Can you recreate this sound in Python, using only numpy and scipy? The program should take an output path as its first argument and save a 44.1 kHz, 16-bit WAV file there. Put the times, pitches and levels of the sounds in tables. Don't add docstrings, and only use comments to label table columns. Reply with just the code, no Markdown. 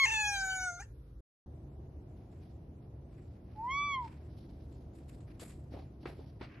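import sys
import numpy as np
from scipy import signal
from scipy.fft import rfft, irfft
from scipy.io import wavfile
from scipy.ndimage import uniform_filter1d

SR = 44100
rng = np.random.default_rng(int(sys.argv[2]) if len(sys.argv) > 2 else 0)


def output_pcm(signal):
    pcm = np.clip(np.atleast_2d(signal).T, -1, 1) * 32767
    wavfile.write(sys.argv[1], SR, np.round(pcm).astype(np.int16))


def gain_from_db(level_db):
    decades = np.asarray(level_db, float) / 20
    return 10 ** decades


N = 291060
T = np.arange(N) / SR
TOP_HZ = 13150
CUT_START_S, CUT_END_S = 1.207, 1.46

# f/Hz, density/dB per Hz
AIR_1_SPECTRUM = [(15, -37), (25, -25), (59, 3.5), (90, -19), (123, -2), (214, -31.5), (293, -15),
                  (380, -37), (411, -16.5), (534, -42), (1370, -44.5), (1830, -54.5), (13000, -58.5)]
AIR_2_SPECTRUM = [(15, -48), (25, -24), (37, -3.5), (64, 0.5), (120, -4), (148, -5), (173, -10.5),
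                  (333, -10), (494, -24), (641, -22), (712, -24), (1110, -41.5), (4810, -56.5),
                  (7500, -53.5), (13000, -62)]
# f/Hz, width/Hz, level/dB
FAN_TONES = [
    (74, 15, -54.5),
    (110.6, 10, -58.5),
    (139.6, 5.6, -59.5),
]
# t/s, length/s, low swish/dB, high swish/dB re low, crisp top/dB re low
FUR_STROKES = [(1.505, 0.13, -98, -17, -16), (1.806, 0.13, -102, -13, -33), (2.156, 0.11, -80.5, -1, -27),
               (2.297, .12, -81.5, -3.5, -4.5), (2.402, 0.14, -75.5, -4, -27), (2.814, 0.055, -87, -2, -40),
               (3.083, 0.29, -75, -6, -8), (3.44, 0.6, -74.5, -3.5, -14), (3.977, 0.27, -68, -8, -13.5),
               (4.294, 0.44, -86, 11.5, -14), (4.7, 0.077, -92, 5, -3), (4.93, 0.12, -80, -3, 3),
               (5.073, 0.092, -71, -5, 0.5), (5.262, .12, -72, -5.5, -40), (5.389, .13, -60.5, -2.5, 1.5),
               (5.703, 0.14, -66, -2.5, -39), (5.789, 0.034, -86, 6, -32), (5.996, 0.11, -83, 10, -24),
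               (6.055, 0.11, -61, -5.5, -21.5), (6.15, 0.28, -81, 4.5, -26), (6.393, 0.117, -60, -12, -35),
               (6.484, .3, -60.5, -38, -52)]
# low edge/Hz, high edge/Hz
TAP_BANDS_HZ = [
    (200, 800),
    (600, 2430),
    (2200, 4940),
    (6500, 8600),
]
# t/s, peak level/dB, thud/dB, body/dB
CLAW_TAPS = [
    (1.078, -67, 8, -16),
    (4.723, -60.5, -17, -14),
    (4.934, -66, -14, -3),
    (5.092, -64, 4, -2),
    (5.205, -57, -11, -1),
    (5.397, -41, -14, -5),
    (5.42, -50.5, 12, -1),
    (5.5, -50.5, -3, -2),
]
# t/s, peak level/dB, thud/dB, body/dB
PAD_TAPS = [(2.096, -76, 16, -18), (3.338, -68, 8.5, -8), (4.578, -68, 2, -13), (5.016, -67, 10, -10),
            (5.719, -70, 29.5, -5), (5.739, -58, 24.5, 2), (5.764, -54.5, 14, -11), (5.788, -57.5, 17.5, 3),
            (5.821, -61, 11, -13), (6.03, -52.5, 10.5, -4), (6.056, -39.5, 10, 9), (6.086, -50, 10, -12),
            (6.191, -57, 19.5, -13), (6.411, -41.5, 7, 5), (6.428, -43, -12, -2), (6.54, -55, -13, -12)]
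# t/s, pitch/Hz, level/dB
MEW_TRACK = [
    (3.55, 847, -67.5),
    (3.589, 857, -45.5),
    (3.665, 976, -37.5),
    (3.731, 1107, -40.5),
    (3.78, 1139, -37.5),
    (3.851, 1159, -40),
    (3.909, 1132, -40.5),
    (3.991, 1020, -37.5),
    (4.066, 891, -48.5),
]
# t/s, pitch/Hz, level/dB, mouth resonance/Hz
MEOW_TRACK = [
    (0.0, 1111, -41, 2190),
    (0.05, 1055, -42, 2130),
    (0.064, 810, -46, 2400),
    (0.084, 896, -45.5, 2496),
    (0.2, 855.4, -42.5, 2346),
    (0.3, 817, -43, 2174),
    (0.42, 770, -47.5, 1782),
    (0.65, 741.5, -48, 1706),
    (0.715, 704, -53.5, 1163),
]
# t/s, pitch/Hz, level/dB, mouth resonance/Hz
CATCH_TRACK = [
    (0.791, 705, -63, 1350),
    (0.806, 812, -54.5, 1163),
    (0.86, 867.5, -92, 2650),
]
# f/Hz, level/dB
MEW_UPPER_COLOUR = [(3400, 16), (4500, -5.5), (5700, -3.5), (6900, -14), (7500, -49.5), (9500, -31.5),
                    (12500, -38)]
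MEOW_UPPER_COLOUR = [(2700, -18), (3400, -12), (4300, -11.5), (5300, -13), (6300, 4.5), (6950, 4.5),
                     (7300, -24), (7800, -9.5), (8800, -16), (9800, -19), (10500, -32), (11500, -27),
                     (13000, -27)]
# f/Hz, level/dB
MEW_SIDE_COLOUR = [(60, -36.5), (110, -36), (200, -19.5), (360, -12), (650, -4), (1170, -21.5), (2120, -15),
                   (3840, -16.5), (6970, 11.5), (12600, -3)]
MEOW_SIDE_COLOUR = [(600, -10.5), (1200, -12), (2400, -11.5), (3000, 10.5), (4600, 7), (5600, -0.5),
                    (7000, -13), (12000, -11)]
# f/Hz, level/dB
AUDIBLE_FLOOR = [(900, -125), (3000, -112), (6000, -106), (6800, -98), (9300, -98), (9900, -115),
                 (13000, -115)]
# f/Hz, level/dB
MASKING_DEPTH = [(700, -39), (1900, -37.5), (3500, -28), (6900, -30.5), (7300, -12.5), (7800, -29),
                 (9600, -26.5), (10300, -12), (11300, -19), (13000, -23.5)]


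def colour(points, hz):
    f, db = np.transpose(points)
    return np.interp(np.log(np.maximum(hz, 1)), np.log(f), db)


def band(lo_hz, hi_hz, channels=1, order=2):
    sos = signal.butter(order, [lo_hz, min(hi_hz, .45 * SR)], "band", fs=SR, output="sos")
    x = signal.sosfilt(sos, rng.standard_normal((channels, N)))
    return x / x.std()


def walk(rate_hz):
    hold = max(int(SR / rate_hz), 1)
    x = np.repeat(rng.standard_normal(N // hold + 1), hold)
    x = uniform_filter1d(uniform_filter1d(x, hold), hold)[:N]
    return x / x.std()


def air(points, level_db, alike_hz, swell_db, flicker_db):
    out, swell = 0, walk(1.4)
    for hz in 28 * 2 ** np.arange(0, 9.1, .5):
        mid, side = band(hz * 2 ** -.25, hz * 2 ** .25, channels=2)
        db = colour(points, hz) + 10 * np.log10(hz)
        db = db + swell_db * swell + flicker_db * min(hz / 400, 1) * walk(9)
        width = min((hz / alike_hz) ** 1.5, 1)
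        out = out + gain_from_db(db) * (mid + width * side * np.array([[1], [-1]]))
    return out * gain_from_db(level_db) / out.std()


def fan():
    return sum(gain_from_db(db) * band(hz - width / 2, hz + width / 2)[0] for hz, width, db in FAN_TONES)


def fur(grain_db, patch_db, wide, top_db):
    press_share, fade_db = .2, 15
    s, length, db, high_db, crisp_db = np.transpose(FUR_STROKES)[:, :, None]
    along = (T[::64] - s) / length
    stroke = np.clip(along / press_share, 0, 1) * gain_from_db(-fade_db * np.clip(along - press_share, 0, 9))

    def strength(rel_db, rest_db):
        coarse = (stroke * gain_from_db(db + rel_db)).sum(axis=0) + gain_from_db(rest_db)
        return np.repeat(coarse, 64)[:N]

    low, high, crisp = strength(0, -92), strength(high_db, -97), strength(crisp_db, -115)
    top = np.maximum(high * gain_from_db(-4.0), crisp) * gain_from_db(top_db)
    edges_hz = (1000, 2660), (2800, 5540), (6800, 8800), (9600, 12000)
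    out = 0
    for edge, gain in zip(edges_hz, (low, high, crisp, top)):
        noise = band(*edge, channels=3, order=4)
        out = out + gain * gain_from_db(patch_db * walk(30)) * (noise[0] + wide * noise[1:])
    return gain_from_db(grain_db * walk(150) - 5.0) * out


def taps(cycles, crack_db, tail_db, wide):
    # crisp dB, tail s, left minus right dB
    claw_kind, pad_kind = (-3, .14, 2), (-28, 0.16, -0.17)
    blows = [(*row, *claw_kind) for row in CLAW_TAPS] + [(*row, *pad_kind) for row in PAD_TAPS]
    bands = [band(*edge, channels=3, order=4) for edge in TAP_BANDS_HZ]
    out, grain = np.zeros((2, N)), gain_from_db(2 * walk(200))
    place = rng.uniform(0.2, .6, (len(blows), 4))
    for (s, db, thud_db, body_db, crisp_db, tail_s, pan_db), where in zip(blows, place):
        i = slice(int(s * SR), min(int((s + .5) * SR), N))
        t = T[i] - T[i][0]
        decay = 1000 ** (-t / max(tail_s, .01))
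        tail = gain_from_db(tail_db) * decay * (1 - np.exp(-t / 0.0016)) * grain[i]
        pan = np.array([[pan_db], [-pan_db]]) / 2
        levels_db = thud_db, body_db, -4, crisp_db
        for noise, (lo, hi), at, rel_db in zip(bands, TAP_BANDS_HZ, where, levels_db):
            turns = lo * (hi / lo) ** at * t
            ring = np.exp(-turns / cycles) * (1 - np.exp(-turns / 0.185))
            crack = gain_from_db(crack_db) * ring * np.sin(2 * np.pi * turns)
            hiss = tail * (noise[0, i] + wide * noise[1:, i])
            out[:, i] += gain_from_db(db + rel_db + pan) * (crack + hiss)
    return out


def mouth(hz, mouth_hz, sharp, steep):
    leak_db = -1.5
    r = hz / mouth_hz
    return np.maximum(-10 * steep * np.log10((1 - r ** 2) ** 2 + (r / sharp) ** 2), leak_db)


def voice(s, hz, db, mouth_hz, sharp, steep, tilt_db, upper_db, hoarse, throat, jitter, flutter_hz,
          halves, shimmer_db, breath_db, smear, twist):
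    uneven_db, wander, scatter = 1.1, .09, 14
    gape_db_per_khz, gape_top_hz = 4.5, 5000
    rough = np.maximum(hoarse - .1, 0)
    on = np.clip(np.minimum(T - s[0] + (s[0] < .01), s[-1] - T) / 0.005, 0, 1)
    stagger = jitter * hoarse * walk(flutter_hz) + wander * rough * walk(70)
    phase = 2 * np.pi * np.cumsum(hz * (1 + stagger)) / SR
    flutter = 1 + .6 * hoarse * walk(3 * flutter_hz)
    flutter += halves * rough * walk(80) * np.cos(phase / 2)

    low = 0
    for k in range(1, 4):
        part_db = db + tilt_db * np.log2(k) + mouth(k * hz, mouth_hz, sharp, steep)
        part_db = part_db + uneven_db * (k - 1) * walk(35)
        low = low + gain_from_db(part_db) * np.cos(k * phase + twist * k * k)

    upper, power = 0, 0
    for k in range(4, 18):
        gape_db = gape_db_per_khz * (mouth_hz / 1000 - 2) * np.clip((gape_top_hz - k * hz) / 500, 0, 1)
        gain = gain_from_db(colour(throat, k * hz) + gape_db + shimmer_db * walk(40)) * (k * hz < TOP_HZ)
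        blur = smear * np.clip(k * hz / 7000 - .6, 0, 1) + scatter * rough
        upper = upper + gain * np.cos(k * phase + twist * k * k + blur * walk(250))
        power = power + gain ** 2
    total = uniform_filter1d(np.sqrt(power), size=3000)

    hiss = band(5200, 7100, order=4) + gain_from_db(-6) * band(7600, 9000, order=4)
    hiss = (hiss + gain_from_db(-19) * band(12000, 17000, order=4))[0]
    breath = gain_from_db(breath_db) * hoarse * (1 + np.sin(phase)) * hiss
    tone = np.sqrt(2) * flutter * (low + gain_from_db(upper_db) * upper / total)
    return on * (tone + gain_from_db(upper_db) * breath)


def mew():
    fade_s, fade_db, jaw_lead_s = 0.029, -37, .004
    open_hz, shut_db_per_hz = 1075, 0.32
    s, hz, db = np.transpose(MEW_TRACK)
    hz = np.interp(T, s, hz)
    s, db = np.append(s, s[-1] + fade_s), np.append(db, db[-1] + fade_db)
    db = np.interp(T, s, db)
    shut_db = -shut_db_per_hz * np.maximum(open_hz - np.interp(T + jaw_lead_s, T, hz), 0)
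    return voice(s, uniform_filter1d(hz, size=900), db, mouth_hz=2605, sharp=2.2, steep=1.22,
                 tilt_db=-7.5 + shut_db, upper_db=db - 23 + 1.2 * shut_db, hoarse=.012,
                 throat=MEW_UPPER_COLOUR, jitter=.15, flutter_hz=91.4, halves=0, shimmer_db=4,
                 breath_db=-10, smear=.15, twist=0)


def meow():
    clear, broken, settled = .025, .25, .085
    break_relock_s = .03, .045, .11, .17
    catch_s, catch_rise_s = .76, .075
    s, *columns = np.vstack([MEOW_TRACK, CATCH_TRACK]).T
    hz, db, mouth_hz = (np.interp(T, s, c) for c in columns)
    hoarse = np.interp(T, break_relock_s, (clear, broken, broken, settled))
    hoarse = hoarse + .6 * np.clip((T - catch_s) / catch_rise_s, 0, 1) ** 3
    upper_db = np.maximum(-44.5 + 0.82 * (db + 45.5), db)
    return voice(s, hz, db, mouth_hz, sharp=6, steep=1.29, tilt_db=-4.5, upper_db=upper_db,
                 hoarse=hoarse, throat=MEOW_UPPER_COLOUR, jitter=.06, flutter_hz=250, halves=1.0,
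                 shimmer_db=5.0, breath_db=1.5, smear=1.6, twist=1.4)


def ports(x, side, pan_db, wet_db, t60_s, dull_hz):
    s = np.arange(int(.5 * SR)) / SR
    tail = rng.standard_normal((2, len(s))) * 1000 ** (-s / t60_s) * (s > .003)
    tail = signal.sosfilt(signal.butter(1, dull_hz, fs=SR, output="sos"), tail)
    tail *= gain_from_db(wet_db) / np.sqrt(np.sum(tail ** 2, axis=1, keepdims=True))
    side_gain = gain_from_db(colour(side, np.arange(N // 2 + 1) * SR / N))
    turned = irfft(-1j * rfft(x) * side_gain, N)
    direct = np.array([(x + turned) * gain_from_db(pan_db / 2), (x - turned) * gain_from_db(-pan_db / 2)])
    return direct + signal.fftconvolve(x[None], tail, axes=1)[:, :N]


def narrow(x, top_hz):
    side = x[0] - x[1]
    low_side = signal.sosfiltfilt(signal.butter(6, top_hz, fs=SR, output="sos"), side)
    side = low_side * .3 + side * .2
    return x.mean(axis=0) + np.array([side, -side])


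def drop_masked(x, reach_hz, chance_db):
    mid_side = np.array([x[0] + x[1], x[0] - x[1]]) / 2
    hz, _, z = signal.stft(mid_side, SR, nperseg=2048, noverlap=1536)
    z = z[:, :1024]
    power = (np.abs(z) ** 2).reshape(2, 64, 16, -1).sum(axis=2)
    centre = hz[8:1024:16]
    distance_hz = np.abs(centre[:, None] - centre)
    spread = gain_from_db(colour(MASKING_DEPTH, centre)[:, None] - 20 * distance_hz / reach_hz) ** 2
    luck = uniform_filter1d(rng.standard_normal(power.shape[1:]), size=4)
    luck = uniform_filter1d(luck, size=3, axis=0) * 3.4
    least = gain_from_db(colour(AUDIBLE_FLOOR, centre))[:, None] ** 2 + spread @ power.sum(axis=0)
    least = least * gain_from_db(chance_db * luck) ** 2
    keep = (uniform_filter1d(power, size=4) > least) | (centre[:, None] < 700)
    z = np.pad(z * np.repeat(keep, 16, axis=1), ((0, 0), (0, 1), (0, 0)))
    mid, side = signal.istft(z, SR, nperseg=2048, noverlap=1536)[1][:, :N]
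    return np.array([mid + side, mid - side])


def scene():
    second = air(AIR_2_SPECTRUM, -51.0, alike_hz=880, swell_db=.5, flicker_db=0.43) + fan()
    second += fur(grain_db=2.3, patch_db=2, wide=0.97, top_db=-5.0)
    second += ports(mew(), MEW_SIDE_COLOUR, pan_db=-1.3, wet_db=-19.5, t60_s=0.31, dull_hz=5000)
    first = air(AIR_1_SPECTRUM, -50.5, alike_hz=800, swell_db=1, flicker_db=1.5)
    first += ports(meow(), MEOW_SIDE_COLOUR, pan_db=1.07, wet_db=-18.5, t60_s=.3, dull_hz=7000)
    paws = taps(cycles=1.44, crack_db=0.5, tail_db=-15, wide=0.76)
    in_first = T < (CUT_START_S + CUT_END_S) / 2
    return np.where(in_first, narrow(first, top_hz=7000), second) + paws


def band_limit(x):
    return signal.sosfilt(signal.butter(12, 13220, fs=SR, output="sos"), x)


def record(dry):
    x = signal.sosfilt(signal.butter(4, 44, "high", fs=SR, output="sos"), dry)
    x = signal.sosfilt(signal.ellip(8, .2, 70, TOP_HZ, fs=SR, output="sos"), x)
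    x = drop_masked(x, reach_hz=2590, chance_db=3.5)
    fade_out, fade_in = (CUT_START_S - T) / 0.001895, (T - CUT_END_S) / 0.0015
    mix = x * np.clip(np.maximum(fade_out, fade_in), 0, 1)
    return band_limit(mix)


dry = scene()
out = record(dry)
output_pcm(out)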